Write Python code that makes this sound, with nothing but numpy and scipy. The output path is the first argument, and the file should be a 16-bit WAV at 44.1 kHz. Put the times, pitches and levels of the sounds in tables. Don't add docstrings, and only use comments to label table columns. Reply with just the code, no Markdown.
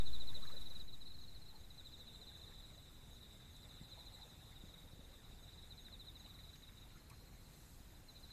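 import sys
import numpy as np
from scipy import signal
from scipy.fft import rfft, irfft
from scipy.io import wavfile
from scipy.ndimage import uniform_filter1d

SR = 44100
rng = np.random.default_rng(int(sys.argv[2]) if len(sys.argv) > 2 else 0)


def to_wav(s):
    ch = np.atleast_2d(s).T
    pcm = np.round(np.clip(ch, -1, 1) * 32767)
    wavfile.write(sys.argv[1], SR, pcm.astype(np.int16))


N = 366912
TIME = np.arange(N) / SR

# (time [s], gain [dB])
MIC_SENSITIVITY = [(0, 4.5), (.4, 3.5), (.8, 3.5), (.86, 0), (8.32, 0.5)]


def gain_of(db):
    return 10 ** (np.asarray(db) / 20)


def evened(x):
    return x / np.sqrt(np.mean(x ** 2) + 1e-20)


def level(curve):
    return gain_of(np.interp(TIME, *np.transpose(curve)))


def swells(rows):
    return sum(gain_of(db) * np.exp(-(2 * (TIME - s) / length) ** 2) for s, db, length in rows)


def coloured(x, points):
    hz, db = np.transpose(points)
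    bins = np.fft.rfftfreq(len(x), 1 / SR)
    gain = gain_of(np.interp(np.log(bins + 1), np.log(hz + 1), db))
    return evened(irfft(rfft(x) * gain, len(x)))


def band(count, hz, width_hz):
    bins = np.fft.rfftfreq(count, 1 / SR)
    bell = np.exp(-.5 * ((bins - hz) / width_hz) ** 2)
    return evened(irfft(rfft(rng.standard_normal(count)) * bell, count))


def patchy_noise(depth_db):
    spectrum = signal.stft(rng.standard_normal(N), nperseg=512, noverlap=384)[2]
    patches = uniform_filter1d(rng.standard_normal(spectrum.shape), size=5, axis=0)
    patches = evened(uniform_filter1d(patches, size=8, axis=1))
    noise = signal.istft(spectrum * gain_of(depth_db * patches), nperseg=512, noverlap=384)[1]
    return evened(noise[:N])


def add(mix, s, sound):
    start = round(s * SR)
    sound = sound[max(-start, 0):]
    part = mix[max(start, 0):][:len(sound)]
    part += sound[:len(part)]


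def distant_rumble(db=-59.5):
    # (frequency [Hz], relative level [dB])
    tone = [(12, -42.5), (20, 4), (27, -6.5), (43, -3), (65, -8), (92, -8), (144, -13), (376, -24),
            (505, -28.5), (549, -31), (818, -30), (1070, -33), (1500, -33.5), (3000, -39.5), (3900, -39.5),
            (6600, -120)]
    return gain_of(db) * level(MIC_SENSITIVITY) * coloured(rng.standard_normal(N), tone)


def wind_and_water(gain_db=-2):
    # (time [s], level [dB])
    loudness = [(0.03, -67.5), (0.44, -66.5), (0.91, -72.5), (1.55, -75.5), (2.22, -68.5), (3.15, -71.5),
                (4.07, -67.5), (5.78, -72), (6.06, -70), (8.32, -72)]
    # (frequency [Hz], relative level [dB])
    tone = [(150, 1.5), (330, -20.5), (500, 3), (800, -1.5), (1400, -5), (2300, -5), (3200, -11.5),
            (6000, -21)]
    return gain_of(gain_db) * level(loudness) * coloured(patchy_noise(depth_db=4), tone)


def hiss(floor_db=-75, gain_db=4):
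    # (frequency [Hz], relative level [dB])
    tone = [(1000, -11.5), (2800, -3.5), (4300, 2.5), (5000, 4), (5700, 0.5), (6800, 4), (7900, 3),
            (8800, 0), (10500, 0), (12500, 2.5), (14300, 0)]
    # (time [s], level [dB], length [s])
    brushes = [(.4, -77.5, 0.56), (4.3, -82, 1), (6.4, -83.5, 0.63), (7.65, -74, 0.57), (8.3, -78, .4)]
    loudness = np.hypot(gain_of(floor_db) * level(MIC_SENSITIVITY), swells(brushes))
    return gain_of(gain_db) * loudness * coloured(patchy_noise(depth_db=2.5), tone)


def far_drones():
    # (time [s], level [dB], pitch [Hz], length [s])
    drones = [(2.31, -77.5, 450, 1.3), (4.2, -82.5, 803, 1.6), (5.056, -75, 476, 0.46)]
    return sum(band(N, hz, width_hz=75) * swells([(s, db, length)]) for s, db, hz, length in drones)


def tent_rustles(spread=0.13, grain_db=1.5):
    # (time [s], level [dB], pitch [Hz], length [s], rise [octaves/s])
    rustles = [(.335, -69, 1750, 0.028, -1), (0.386, -65.5, 557, 0.055, 6), (0.435, -64, 1123, 0.025, 1),
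               (0.454, -64, 1710, 0.02, -2), (0.502, -64.5, 1220, 0.038, 11.5), (.548, -63.5, 535, .058, 0),
               (0.559, -67, 1600, 0.045, -2.5), (1.55, -71.5, 890, 0.051, 0.5),
               (2.524, -70, 1980, 0.023, -1), (4.209, -66.5, 858, .054, -.5), (6.267, -69, 980, .04, 16),
               (6.963, -66.5, 1310, .023, 5), (7.12, -68.5, 1112, 0.046, 15.5)]
    out, count = np.zeros(N), SR // 5
    t = TIME[:count] - TIME[count - 1] / 2
    for s, db, hz, length, rise in rustles:
        phase = 2 * np.pi * np.cumsum(hz * 2 ** (rise * t)) / SR
        squeak = band(count, 0, spread * hz) * np.cos(phase)
        squeak += band(count, 0, spread * hz) * np.sin(phase)
        squeak = evened(squeak * gain_of(grain_db * band(count, 0, 250)))
        add(out, s + t[0], gain_of(db) * squeak * np.exp(-(2 * t / length) ** 2))
    return out


def tent_ticks(fade_s=0.046):
    # (time [s], level [dB], pitch [Hz], band width [Hz])
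    ticks = [(.498, -60, 1600, 600), (.612, -63, 7500, 4000), (3.565, -64.5, 7000, 2000),
             (5.884, -61.5, 1810, 350), (6.263, -65, 2500, 500), (6.389, -65, 1900, 450),
             (6.557, -61, 3200, 3000), (6.62, -64, 2400, 700), (6.695, -66, 2120, 200),
             (7.099, -58.5, 8000, 6000), (7.102, -64, 2400, 250)]
    out, t = np.zeros(N), TIME[:SR // 5]
    for s, db, hz, width_hz in ticks:
        add(out, s, gain_of(db - 60 * t / fade_s) * band(len(t), hz, width_hz))
    return out


def tent_crinkles(count=6, first_s=6.1, last_s=7.8, db=-68, hz=2100, scatter_hz=400, fade_s=0.058):
    out, t = np.zeros(N), TIME[:SR // 5]
    for earliness, brightness in rng.random((count, 2)):
        snap = band(len(t), hz + scatter_hz * (2 * brightness - 1), width_hz=400)
        add(out, last_s - earliness * (last_s - first_s), gain_of(db - 60 * t / fade_s) * snap)
    return out


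def camera_bumps(rise_s=0.0016):
    # (time [s], level [dB], pitch [Hz], time to fade by 60 dB [s])
    bumps = [(0.096, -50, 56.6, 0.59), (3.813, -42, 159, 0.021), (4.638, -39.5, 153, 0.014),
             (4.933, -40.5, 127, 0.013), (4.993, -44, 152, 0.019)]
    out, t = np.zeros(N), TIME[:SR // 3]
    for s, db, hz, fade_s in bumps:
        loudness = 2 * (1 - np.exp(-t / rise_s)) * gain_of(db - 60 * t / fade_s)
        add(out, s, -loudness * np.sin(2 * np.pi * hz * t))
    return out


def tree_echoes(x, fade_s, echo_db):
    t = TIME[:SR // 3]
    tail = rng.standard_normal(len(t)) * gain_of(-60 * t / fade_s)
    echoes = evened(signal.fftconvolve(x, tail)[:N])
    return evened(evened(x) + gain_of(echo_db) * echoes)


def shore_echoes(x, fade_s=1.0, bounce_db=-15, tail_db=-12):
    t = TIME[:SR // 2]
    tail = rng.standard_normal(len(t)) * gain_of(-60 * t / fade_s) * (t > .008)
    echo = gain_of(tail_db) * tail / np.linalg.norm(tail)
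    for delay_s in (.0047, .0115):
        echo[round(delay_s * SR)] += gain_of(bounce_db)
    return x + signal.fftconvolve(x, echo)[:N]


def wing_stroke(s, db, hz, length, roughness=0.18, octave_db=-31, bite_s=0.0035):
    # (time from the stroke's middle [s], pitch shift [Hz])
    slide = [(-.03, 278), (-.016, 242.5), (0, 3), (.012, -220), (.034, -580)]
    # (pitch [Hz], gain [dB])
    wing_ring = [(3250, -5), (3550, 2), (3900, -0.5), (4180, 2), (4300, -2.5), (4450, -23)]
    count = 3400
    t = (np.arange(count) - count / 2) / SR
    pitch = hz + np.interp(t, *np.transpose(slide))
    phase = 2 * np.pi * (np.cumsum(pitch) / SR + rng.random())
    whistle = np.sin(phase) + gain_of(octave_db) * np.sin(2 * phase)
    bite = .5 + .5 * np.tanh((t + 0.647 * length) / bite_s)
    swell = bite * np.exp(-abs(2.15 * t / length) ** 1.66) * signal.windows.tukey(count, .2)
    swell *= 1 + roughness * band(count, 0, 220)
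    gain = gain_of(db + np.interp(pitch, *np.transpose(wing_ring)))
    return s + t[0], gain * swell * whistle


def trill(pitch_curve, spread_db, scatter_hz, strokes_per_s=20):
    out = np.zeros(N)
    gap, loud, detune = rng.standard_normal((220, 3)).T
    times = np.cumsum((1 + .15 * gap) / strokes_per_s) - rng.random() / 2
    pitches = np.interp(times, *np.transpose(pitch_curve)) + scatter_hz * detune
    for s, db, hz in zip(times, spread_db * loud, pitches):
        add(out, *wing_stroke(s, db, hz, length=0.039))
    return out


def peeping_cricket(hz=6490, first_s=0.074, period_s=.383):
    peeps = np.cos(np.pi * (TIME - first_s) / period_s) ** 64
    peeps *= gain_of(2 * band(N, 0, 1))
    pitch = hz + 70 * band(N, 0, 100)
    whistle = np.sin(2 * np.pi * np.cumsum(pitch) / SR)
    loudness = level([(0, -87), (4.5, -89), (6, -85.5), (8.32, -87)])
    return loudness * evened(peeps * whistle)


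def far_cricket_overtones(count=4, hz=7700, gain_db=-5):
    # (time [s], level [dB], length [s])
    bouts = [(.2, -79, 0.82), (2.25, -74, 1.3), (3.8, -75, 1.9), (5.5, -75.5, 0.78), (7.6, -76, 0.87)]
    flutter = sum(trill([(0, hz)], spread_db=4.5, scatter_hz=328) for _ in range(count))
    return gain_of(gain_db) * swells(bouts) * tree_echoes(flutter, fade_s=0.029, echo_db=7)


def far_crickets(count=5, gain_db=-2.5):
    # (time [s], level [dB])
    loudness = [(0.03, -59.5), (0.65, -67), (0.86, -81), (1.62, -71), (2.38, -61), (3.1, -67), (4.0, -62.5),
                (5.22, -69.5), (5.55, -69), (6.47, -68), (7.05, -72), (7.3, -71.5), (8.0, -73),
                (8.32, -65.5)]
    # (time [s], pitch [Hz])
    pitch_curve = [(0, 3838), (6.7, 3819), (7.1, 3990), (8.32, 3900)]
    chorus = sum(trill(pitch_curve, spread_db=3.5, scatter_hz=55) for _ in range(count))
    return gain_of(gain_db) * level(loudness) * tree_echoes(chorus, fade_s=0.096, echo_db=-4)


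def near_crickets(slow_spacing_s=0.081, slow_length_s=0.034, uneven_db=0.5, uneven_hz=16.2, gain_db=-0.5):
    # (first stroke [s], last stroke [s], strokes [count],
    # first level [dB], last level [dB], pitch [Hz])
    runs = [(.002, .360, 6, -46, -46, 3900), (.434, .809, 9, -48, -49.5, 3913),
            (0.89, .939, 2, -52.5, -50.5, 3915), (1.02, 1.113, 3, -52.5, -52.5, 3924),
            (1.08, 1.562, 8, -56, -59.5, 4140), (1.193, 1.242, 2, -56, -56, 3920),
            (1.326, 1.372, 2, -57.5, -57, 3890), (1.466, 1.510, 2, -58.5, -59, 3920),
            (1.607, 1.645, 2, -62.5, -60, 3900), (1.711, 1.746, 2, -55.5, -63, 3910),
            (1.794, 2.226, 7, -52.5, -54, 3905), (2.283, 2.426, 3, -54, -55, 3870),
            (2.330, 2.475, 4, -62, -54.5, 3926), (2.558, 2.88, 8, -57.5, -63.5, 3886),
            (3.116, 3.455, 8, -61, -62.5, 3840), (3.564, 3.850, 5, -59, -56.5, 3896),
            (3.928, 4.227, 5, -52.5, -55.5, 3930), (4.314, 4.511, 3, -62, -70, 3830),
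            (4.569, 4.614, 2, -57.5, -61, 3790), (4.695, 4.922, 6, -59, -62.5, 3845),
            (5.007, 5.050, 2, -64, -62, 3750), (5.142, 5.173, 2, -63, -66, 3750),
            (5.25, 5.387, 3, -60.5, -65, 3840), (5.441, 5.638, 5, -60, -55.5, 3890),
            (5.719, 6.083, 6, -53.5, -52, 3883), (6.162, 6.543, 9, -54, -56.5, 3900),
            (6.635, 6.681, 2, -56.5, -57, 3880), (6.780, 6.826, 2, -59.5, -60, 3830),
            (7.008, 7.605, 10, -68, -70.5, 4160), (8.097, 8.314, 4, -58, -58, 3990)]
    out = np.zeros(N)
    for first, last, strokes, first_db, last_db, hz in runs:
        times, spacing = np.linspace(first, last, round(strokes), retstep=True)
        length = slow_length_s * min(spacing / slow_spacing_s, 1) ** 0.6
        for s, db in zip(times, np.linspace(first_db, last_db, len(times))):
            softer, detune = rng.standard_normal(2)
            add(out, *wing_stroke(s, db - uneven_db * softer, hz + uneven_hz * detune, length))
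    return gain_of(gain_db) * shore_echoes(out)


def scene():
    crickets = near_crickets() + far_crickets() + peeping_cricket() + far_cricket_overtones()
    background = distant_rumble() + wind_and_water() + hiss() + far_drones()
    tent = tent_rustles() + tent_ticks() + tent_crinkles()
    return (crickets + background + tent + camera_bumps())[None]


def record(dry, offset=0.048, settle_s=0.54, cutoff_hz=14380):
    drift = -offset * np.exp(-(TIME / settle_s) ** 1.11)
    treble_cut = signal.firwin(511, cutoff_hz, window=("kaiser", 9), fs=SR)
    return signal.oaconvolve(dry + drift, treble_cut[None], "same")


dry = scene()
out = record(dry)
to_wav(out)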